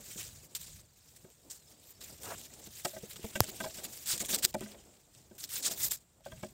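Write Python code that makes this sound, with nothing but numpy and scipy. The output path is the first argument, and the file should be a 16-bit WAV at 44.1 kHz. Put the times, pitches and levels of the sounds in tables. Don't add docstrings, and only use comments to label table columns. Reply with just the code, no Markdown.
import sys
import numpy as np
from scipy import signal
from scipy.fft import rfft, irfft, next_fast_len
from scipy.io import wavfile
from scipy.ndimage import uniform_filter1d, map_coordinates

SR = 44100
rng = np.random.default_rng(int(sys.argv[2]) if len(sys.argv) > 2 else 0)


def undo_db(level):
    steps = np.asarray(level, float) / 20
    return 10 ** steps


def dump_mix(stems):
    frames = np.atleast_2d(stems).T
    limited = np.clip(frames, -1, 1)
    pcm = np.round(limited * 32767).astype(np.int16)
    wavfile.write(sys.argv[1], SR, pcm)


N = 287962

# time_s, level_db
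BUFFET_LEVEL = [(0, -63), (.38, -57), (.52, -66), (.74, -59), (.86, -67), (1.9, -68), (2.25, -58),
                (2.55, -66), (3.45, -58), (3.75, -64), (4.55, -59), (5, -72), (5.36, -69), (5.85, -56),
                (6.1, -71), (6.22, -74), (6.33, -53), (6.53, -60)]
# time_s, level_db
HAUL_LEVEL = [(0, -61), (.37, -62), (.5, -67), (.75, -65), (.9, -72), (1.95, -68), (2.25, -57), (2.55, -64),
              (2.9, -59), (3.15, -62), (3.7, -57), (4, -61), (4.33, -50), (4.46, -54), (4.51, -67),
              (4.64, -60), (4.85, -68), (5.3, -70), (5.65, -55), (5.85, -58), (6.05, -77), (6.23, -74),
              (6.35, -62), (6.53, -65)]
# time_s, level_db, ground_coarseness_db
SHUFFLE_LEVEL = [(0.0, -56, -9), (0.3, -56, -8), (0.48, -65, -12), (0.85, -71.5, -11), (1.45, -70.5, -13),
                 (2.0, -65.5, -9), (2.8, -60, -9), (3.45, -56, -5), (3.7, -54, -8), (4.04, -64.5, -9),
                 (4.14, -50, -8), (4.44, -58, -8), (4.52, -68.5, -6), (4.75, -68.5, -4), (5.0, -72.5, -11),
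                 (5.36, -71.5, -12), (5.55, -52, -11), (5.93, -55, -13), (6.0, -72.5, -13),
                 (6.21, -83.5, -7), (6.28, -79.5, -3), (6.53, -68.5, -11)]
# start_s, length_s, peak_level_db, peak_place_0_to_1, fizz_over_hiss_db
FOOT_SCUFFS = [(0.035, 0.13, -51, 0.38, -4), (0.163, 0.126, -47, 0.21, -5), (0.43, 0.05, -59, 0.2, 0),
               (0.55, 0.032, -38, 0, -6), (0.575, 0.06, -48, 0.5, -5), (0.604, 0.212, -53, 0.06, -6),
               (0.941, 0.19, -66, 0.26, -7), (1.081, 0.148, -66, 0.05, -5), (1.16, 0.016, -60, 0.5, 0),
               (1.206, 0.148, -69, 0.05, -9), (1.28, 0.176, -67, 0.2, -7), (1.499, 0.028, -45, 0.5, -8),
               (1.525, 0.06, -57, 0, -6), (1.621, 0.118, -63, 0.85, -4), (1.825, 0.104, -63, 0.96, 2),
               (2.005, 0.2, -53, 0.02, -5), (2.2, 0.03, -54, 0.9, -4), (2.231, 0.21, -48, 0, -5),
               (2.302, 0.012, -48, 0.33, -7), (2.433, 0.044, -50, 0.59, -7), (2.529, 0.024, -54, 0.5, -8),
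               (2.587, 0.026, -59, 0.31, -2), (2.64, 0.04, -52, 0.85, -6), (2.707, 0.116, -55, 0.69, -1),
               (2.831, 0.165, -51, 0.39, -2), (2.847, 0.016, -35, 0.5, -10), (3.078, 0.076, -56, 0.34, 1),
               (3.158, 0.016, -47, 0.5, -10), (3.224, 0.076, -55, 0.34, 2), (3.351, 0.03, -43, 0.4, -10),
               (3.395, 0.038, -47, 0.32, -4), (3.427, 0.024, -46, 0.5, 0), (3.477, 0.03, -45, 0.5, -3),
               (3.515, 0.062, -53, 0.81, -1), (3.602, 0.03, -45, 0, -10), (3.635, 0.02, -43, 0.6, -9),
               (3.655, 0.07, -50, 0.3, -6), (3.74, 0.08, -49, 0.05, -5), (3.832, 0.036, -46, 0.5, -2),
               (3.882, 0.18, -51, 0.44, -1), (4.058, 0.112, -34, 0.45, -7), (4.176, 0.012, -41, 0.3, -10),
               (4.194, 0.036, -34, 0.3, -7), (4.24, 0.035, -45, 0.5, -6), (4.284, 0.05, -34, 0.4, -6),
               (4.325, 0.04, -31, 0.55, -6), (4.378, 0.024, -41, 0.4, -7), (4.423, 0.038, -30, 0.68, -6),
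               (4.465, 0.047, -49, 0.6, -3), (4.541, 0.012, -42, 0, -7), (4.565, 0.16, -54, 0.4, -10),
               (4.708, 0.036, -56, 0.5, -13), (4.786, 0.08, -65, 0.0, -16), (4.89, 0.088, -66, 0.91, -16),
               (5.109, 0.18, -65, 0.44, -12), (5.35, 0.02, -60, 0, -8), (5.38, 0.084, -49, 0.02, -4),
               (5.419, 0.044, -48, 0.59, -3), (5.49, 0.12, -42, 0.65, -2), (5.625, 0.067, -30, 0.65, -12),
               (5.697, 0.045, -41, 0.5, -5), (5.745, 0.07, -44, 0.7, -1), (5.8, 0.088, -35, 0.45, 2),
               (5.908, 0.055, -38, 0.15, 0), (5.955, 0.035, -52, 0, -8), (6.004, 0.03, -66, 0, -8),
               (6.237, 0.106, -62, 0.25, -9), (6.305, 0.208, -64, 0.04, -6), (6.357, 0.077, -61, 0.16, -11),
               (6.428, 0.065, -56, 0.0, -12)]
# start_s, peak_db (before colouring)
CRACK_TICKS = [(0.0432, -34), (0.2304, -31), (0.5505, -24), (0.5634, -26), (0.99, -47), (1.089, -46),
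               (1.1642, -43), (1.5039, -35), (1.625, -49), (1.706, -42), (2.2337, -27), (2.5385, -33),
               (2.6722, -33), (2.76, -36), (2.8498, -22), (2.895, -33), (3.1333, -32), (3.1596, -30),
               (3.3572, -24), (3.4425, -22), (3.5658, -32), (3.6036, -26), (4.0736, -22), (4.1788, -21),
               (4.2052, -19), (4.3869, -25), (4.5415, -25), (4.6083, -30), (5.3541, -43), (5.5667, -24),
               (5.7753, -25), (5.9209, -19), (6.0061, -50), (6.208, -52), (6.259, -41), (6.319, -42),
               (6.3948, -40), (6.4312, -39)]
# start_s, hollow_boom_db, wall_ring_db, hard_contact_over_wall_db, base_t60_s
BOTTLE_KNOCKS = [(.157, -46, -61, 6, .04), (1.243, -47, -52, -1, .07), (2.095, -58, -54, -5, .06),
                 (2.501, -63, -58, 0, .11), (2.623, -60, -55, -4, .04), (2.671, -47, -56, -1, .05),
                 (2.849, -36, -29, 2, .1), (2.933, -55, -42, -9, .1), (2.963, -45, -38, -3, .07),
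                 (3.032, -40, -53, -1, .05), (3.158, -51, -57, 10, .06), (3.191, -47, -58, 2, .04),
                 (3.241, -37, -38, -6, .06), (3.353, -35, -33, 7, .13), (3.433, -53, -41, 0, .08),
                 (3.482, -45, -53, 12, .06), (3.602, -39, -35, 7, .09), (3.638, -45, -36, 5, .13),
                 (3.658, -49, -34, -7, .13), (3.782, -46, -43, -2, .07), (4.134, -44, -50, 8, .06),
                 (4.204, -42, -51, 8, .06), (4.288, -46, -53, 11, .06), (4.33, -39, -40, 5, .06),
                 (4.44, -39, -49, 8, .06), (4.543, -31, -26, -7, .1), (4.608, -35, -38, -2, .07),
                 (4.619, -40, -50, 6, .27), (4.658, -53, -52, 8, .13), (4.743, -61, -48, -1, .07),
                 (5.31, -47, -52, -4, .05), (5.707, -46, -42, -6, .06), (6.202, -72, -55, -8, .08),
                 (6.259, -51, -36, -9, .1), (6.317, -55, -48, 7, .11), (6.43, -38, -33, -3, .09)]
# frequency_hz, relative_db, share_of_knock_t60, group_index
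BOTTLE_MODES = [(165, -9, .8, 0), (214, 0, 1.25, 0), (262, -5, .7, 0), (310, -5, .7, 1), (368, 0, 1.1, 1),
                (440, -5, .7, 1), (570, 0, 1.1, 2), (638, 0, .9, 3), (720, -8, .5, 3), (830, -8, .45, 3),
                (1000, -1, .17, 4), (1250, 0, .2, 4), (1560, 0, .3, 4), (1950, -1, .16, 4),
                (2270, -1, .16, 4), (2750, -4, .14, 4), (3250, -5, .14, 4)]
# start_s, end_s, start_hz, end_hz, level_db (before wavering)
BIRD_WHISTLES = [(.4, .45, 2700, 2550, -72), (.56, .61, 2680, 2550, -69), (.82, .86, 4900, 4400, -73),
                 (.88, .91, 5000, 4500, -73), (1.53, 1.66, 4900, 3750, -70),
                 (1.665, 1.695, 5350, 4950, -65), (1.72, 1.76, 4900, 4500, -71),
                 (1.78, 1.8, 4900, 5000, -67), (1.935, 1.965, 4600, 4500, -68),
                 (1.945, 1.99, 5350, 5250, -68)]
# start_s, end_s, start_hz, end_hz, width_hz, level_db
BOTTLE_SCRAPES = [(2.26, 2.354, 250, 750, 250, -50), (2.23, 2.354, 700, 950, 600, -50),
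                  (2.23, 2.354, 1300, 1540, 600, -52), (2.23, 2.354, 2300, 2500, 1400, -58)]

# frequency_hz, gain_db
PORT_GAIN = [(1000, 0), (4500, 0), (6200, 2), (7400, 8), (8800, 3), (10200, -4), (12300, -3), (14400, 3),
             (15700, -2)]
# frequency_hz, density_db_per_hz
RUMBLE_SPECTRUM = [(15, -30), (35, -8), (60, 0), (150, -1), (220, -12), (500, -45)]
DRAG_SPECTRUM = [(120, -25), (200, 0), (350, 0), (650, -3), (950, -11), (1700, -24)]
HUSH_SPECTRUM = [(300, -20), (700, -2), (1200, -3), (2000, -7), (6600, -12), (7500, -6), (8800, -7),
                 (9800, -13), (16000, -13)]
CRUNCH_SPECTRUM = [(600, -28), (1100, -10), (1600, -4), (2600, 0), (3400, -1), (4300, -20)]
HISS_SPECTRUM = [(2700, -22), (3700, 0), (5200, 1), (7400, -2), (9300, 0), (10600, -20)]
FIZZ_SPECTRUM = [(9000, -22), (10200, 1), (13500, 0), (16000, 0)]

MIC_TOP_HZ = 15800
HUSH_DB = -74
SCUFF_ENDS_DB, SCUFF_ROUND = -10, 1.5
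CRUNCH_EXPONENT, QUIET_DB = .87, -60
SHUFFLE_FIZZ_DB = -7
LOWER_WALL_DB = -9
UPPER_BOOM_DB, UPPER_BOOM_DB_PER_S = 6, -70


def unit(x):
    return x / np.sqrt(np.mean(x ** 2) + 1e-20)


def along(points, hz):
    point_hz, value = np.transpose(points)
    return np.interp(np.log(hz + 1), np.log(point_hz + 1), value)


def curves(rows):
    time_s, *columns = np.transpose(rows)
    return [np.interp(np.arange(N) / SR, time_s, column) for column in columns]


def wobble(knots_per_s):
    knots = rng.standard_normal(int(N * knots_per_s / SR) + 4)
    return map_coordinates(knots, [np.arange(N) * knots_per_s / SR])


def coloured(x, spectrum):
    size = next_fast_len(N + 8192)
    hz = np.fft.rfftfreq(size, 1 / SR)
    gain = undo_db(along(spectrum, hz) + along(PORT_GAIN, hz)) * (hz < MIC_TOP_HZ)
    return irfft(rfft(x, size) * gain, size)[:N]


def air():
    (rumble_db,), (drag_db,) = curves(BUFFET_LEVEL), curves(HAUL_LEVEL)
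    rumble = undo_db(2.2 * wobble(9)) * coloured(rng.standard_normal(N), RUMBLE_SPECTRUM)
    drag_lumps = undo_db(2.2 * wobble(8) + 3.5 * wobble(30))
    drag = drag_lumps * coloured(rng.standard_normal(N), DRAG_SPECTRUM)
    hush = coloured(rng.standard_normal(N), HUSH_SPECTRUM)
    return undo_db(rumble_db) * unit(rumble) + undo_db(drag_db) * unit(drag) + undo_db(HUSH_DB) * unit(hush)


def grit(spread_db, patchy_db, snap_db):
    snaps = rng.random(N) < 40 / SR
    sizes = undo_db(spread_db * rng.exponential(size=N)) + undo_db(snap_db) * snaps
    bins = signal.stft(rng.standard_normal(N) * sizes, nperseg=256)[2]
    field = uniform_filter1d(rng.standard_normal(bins.shape), 8, 0)
    field = uniform_filter1d(field, 5, 1)
    return signal.istft(bins * undo_db(patchy_db * unit(field)), nperseg=256)[1][:N]


def feet():
    shuffle_db, coarse_db = curves(SHUFFLE_LEVEL)
    hiss_power = undo_db(shuffle_db) ** 2
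    fizz_power = undo_db(shuffle_db + SHUFFLE_FIZZ_DB) ** 2
    for start_s, length_s, peak_db, place, fizz_db in FOOT_SCUFFS:
        progress = np.linspace(0, 1, round(length_s * SR))
        place = np.clip(place, .001, .999)
        before, after = 1 - progress / place, (progress - place) / (1 - place)
        off_peak = np.where(progress < place, before, after)
        power = undo_db(peak_db + SCUFF_ENDS_DB * off_peak ** SCUFF_ROUND) ** 2
        hiss_power[round(start_s * SR):][:len(power)] += power
        fizz_power[round(start_s * SR):][:len(power)] += power * undo_db(fizz_db) ** 2
    slower_growth = (hiss_power / undo_db(QUIET_DB) ** 2) ** (CRUNCH_EXPONENT - 1)
    crunch_power = hiss_power * undo_db(coarse_db) ** 2 * slower_growth
    gains = uniform_filter1d(np.sqrt([crunch_power, hiss_power, fizz_power]), size=90, axis=1)
    grains = grit(spread_db=1.6, patchy_db=2.5, snap_db=19)
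    clumps = undo_db(1.6 * wobble(35) + 1.4 * wobble(150))
    spectra = (CRUNCH_SPECTRUM, HISS_SPECTRUM, FIZZ_SPECTRUM)
    layers = np.array([unit(coloured(grains, spectrum)) for spectrum in spectra])
    return unit(clumps) * np.sum(gains * layers, axis=0)


def ticks():
    cracks, t = np.zeros(N + SR), np.arange(SR // 50) / SR
    envelope = undo_db(-60 * t / .0015) + .15 * undo_db(-60 * t / .015)
    for start_s, peak_db in CRACK_TICKS:
        burst = rng.standard_normal(len(t)) * envelope
        cracks[round(start_s * SR):][:len(t)] += undo_db(peak_db) * burst / np.abs(burst).max()
    return coloured(cracks[:N], [(600, -22), (1800, -2), (5000, 0), (16000, -2)])


def bottles():
    out, t = np.zeros(N + SR), np.arange(SR // 3) / SR
    hz, mode_db, t60_share, group = np.transpose(BOTTLE_MODES)[:, :, None]
    member = np.arange(5)[:, None] == group.T
    contact_s = np.arange(SR // 25) / SR
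    for start_s, boom_db, wall_db, hard_db, t60_s in BOTTLE_KNOCKS:
        upper_boom_db = boom_db + UPPER_BOOM_DB + UPPER_BOOM_DB_PER_S * t60_s
        groups_db = np.array([boom_db, upper_boom_db, wall_db + LOWER_WALL_DB, wall_db, wall_db + hard_db])
        luck = rng.standard_normal((2, len(BOTTLE_MODES), 1))
        decay = undo_db(mode_db + 2.8 * luck[0] - 60 * t / (t60_s * t60_share))
        rings = decay * np.sin(2 * np.pi * hz * (1 + .015 * luck[1]) * t)
        rings = rings * (1 - np.exp(-hz * t / .4))
        rattle = rng.standard_normal(len(contact_s)) * contact_s * np.exp(-contact_s / .003)
        groups = signal.fftconvolve(member @ rings, rattle[None], axes=1)[:, :len(t)]
        peaks = np.abs(groups).max(axis=1, keepdims=True)
        knock = np.sum(undo_db(groups_db)[:, None] * groups / peaks, axis=0)
        out[round(start_s * SR):][:len(t)] += knock
    return out[:N]


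def birds():
    out = np.zeros(N)
    for start_s, end_s, start_hz, end_hz, level_db in BIRD_WHISTLES:
        n = round((end_s - start_s) * SR)
        phase = 2 * np.pi * np.cumsum(np.linspace(start_hz, end_hz, n)) / SR
        whistle = signal.windows.tukey(n, .5) * np.sin(phase)
        out[round(start_s * SR):][:n] += undo_db(level_db) * whistle
    return out * undo_db(2 * wobble(70))


def scrape():
    out = np.zeros(N)
    for start_s, end_s, start_hz, end_hz, width_hz, level_db in BOTTLE_SCRAPES:
        n = round((end_s - start_s) * SR)
        progress = np.linspace(0, 1, n)
        phase = 2 * np.pi * np.cumsum(start_hz + (end_hz - start_hz) * progress) / SR
        stutter = wobble(width_hz)[:n] * np.sin(phase) + wobble(width_hz)[:n] * np.cos(phase)
        stroke = np.minimum(progress / .3, 1) * np.minimum((1 - progress) / .06, 1)
        out[round(start_s * SR):][:n] += undo_db(level_db) * stroke * unit(stutter)
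    return out * unit(undo_db(4 * wobble(130)))


def snap():
    t = np.arange(N) / SR - 3.40525
    after = np.clip(t, 0, None)
    crack = undo_db(-1.5) * np.exp(-np.abs(t) / .00007) * np.sin(2 * np.pi * 12500 * t)
    splinter = undo_db(-7) * np.exp(-np.abs(t) / .00014) * np.sin(2 * np.pi * 5200 * t)
    push = undo_db(-3) * np.sin(2 * np.pi * 850 * after) * np.exp(-after / .0004)
    swing_envelope = (1 - np.exp(-after / .003)) * np.exp(-(after / .014) ** 2)
    swing = undo_db(-21) * -np.sin(2 * np.pi * 98 * after) * swing_envelope
    return crack + splinter + push + swing


def scene():
    return (air() + feet() + ticks() + bottles() + birds() + scrape() + snap())[None]


def top_cut(x):
    return signal.sosfilt(signal.butter(12, 16470, fs=SR, output="sos"), x)


def record(dry):
    return top_cut(dry)


dry = scene()
out = record(dry)
dump_mix(out)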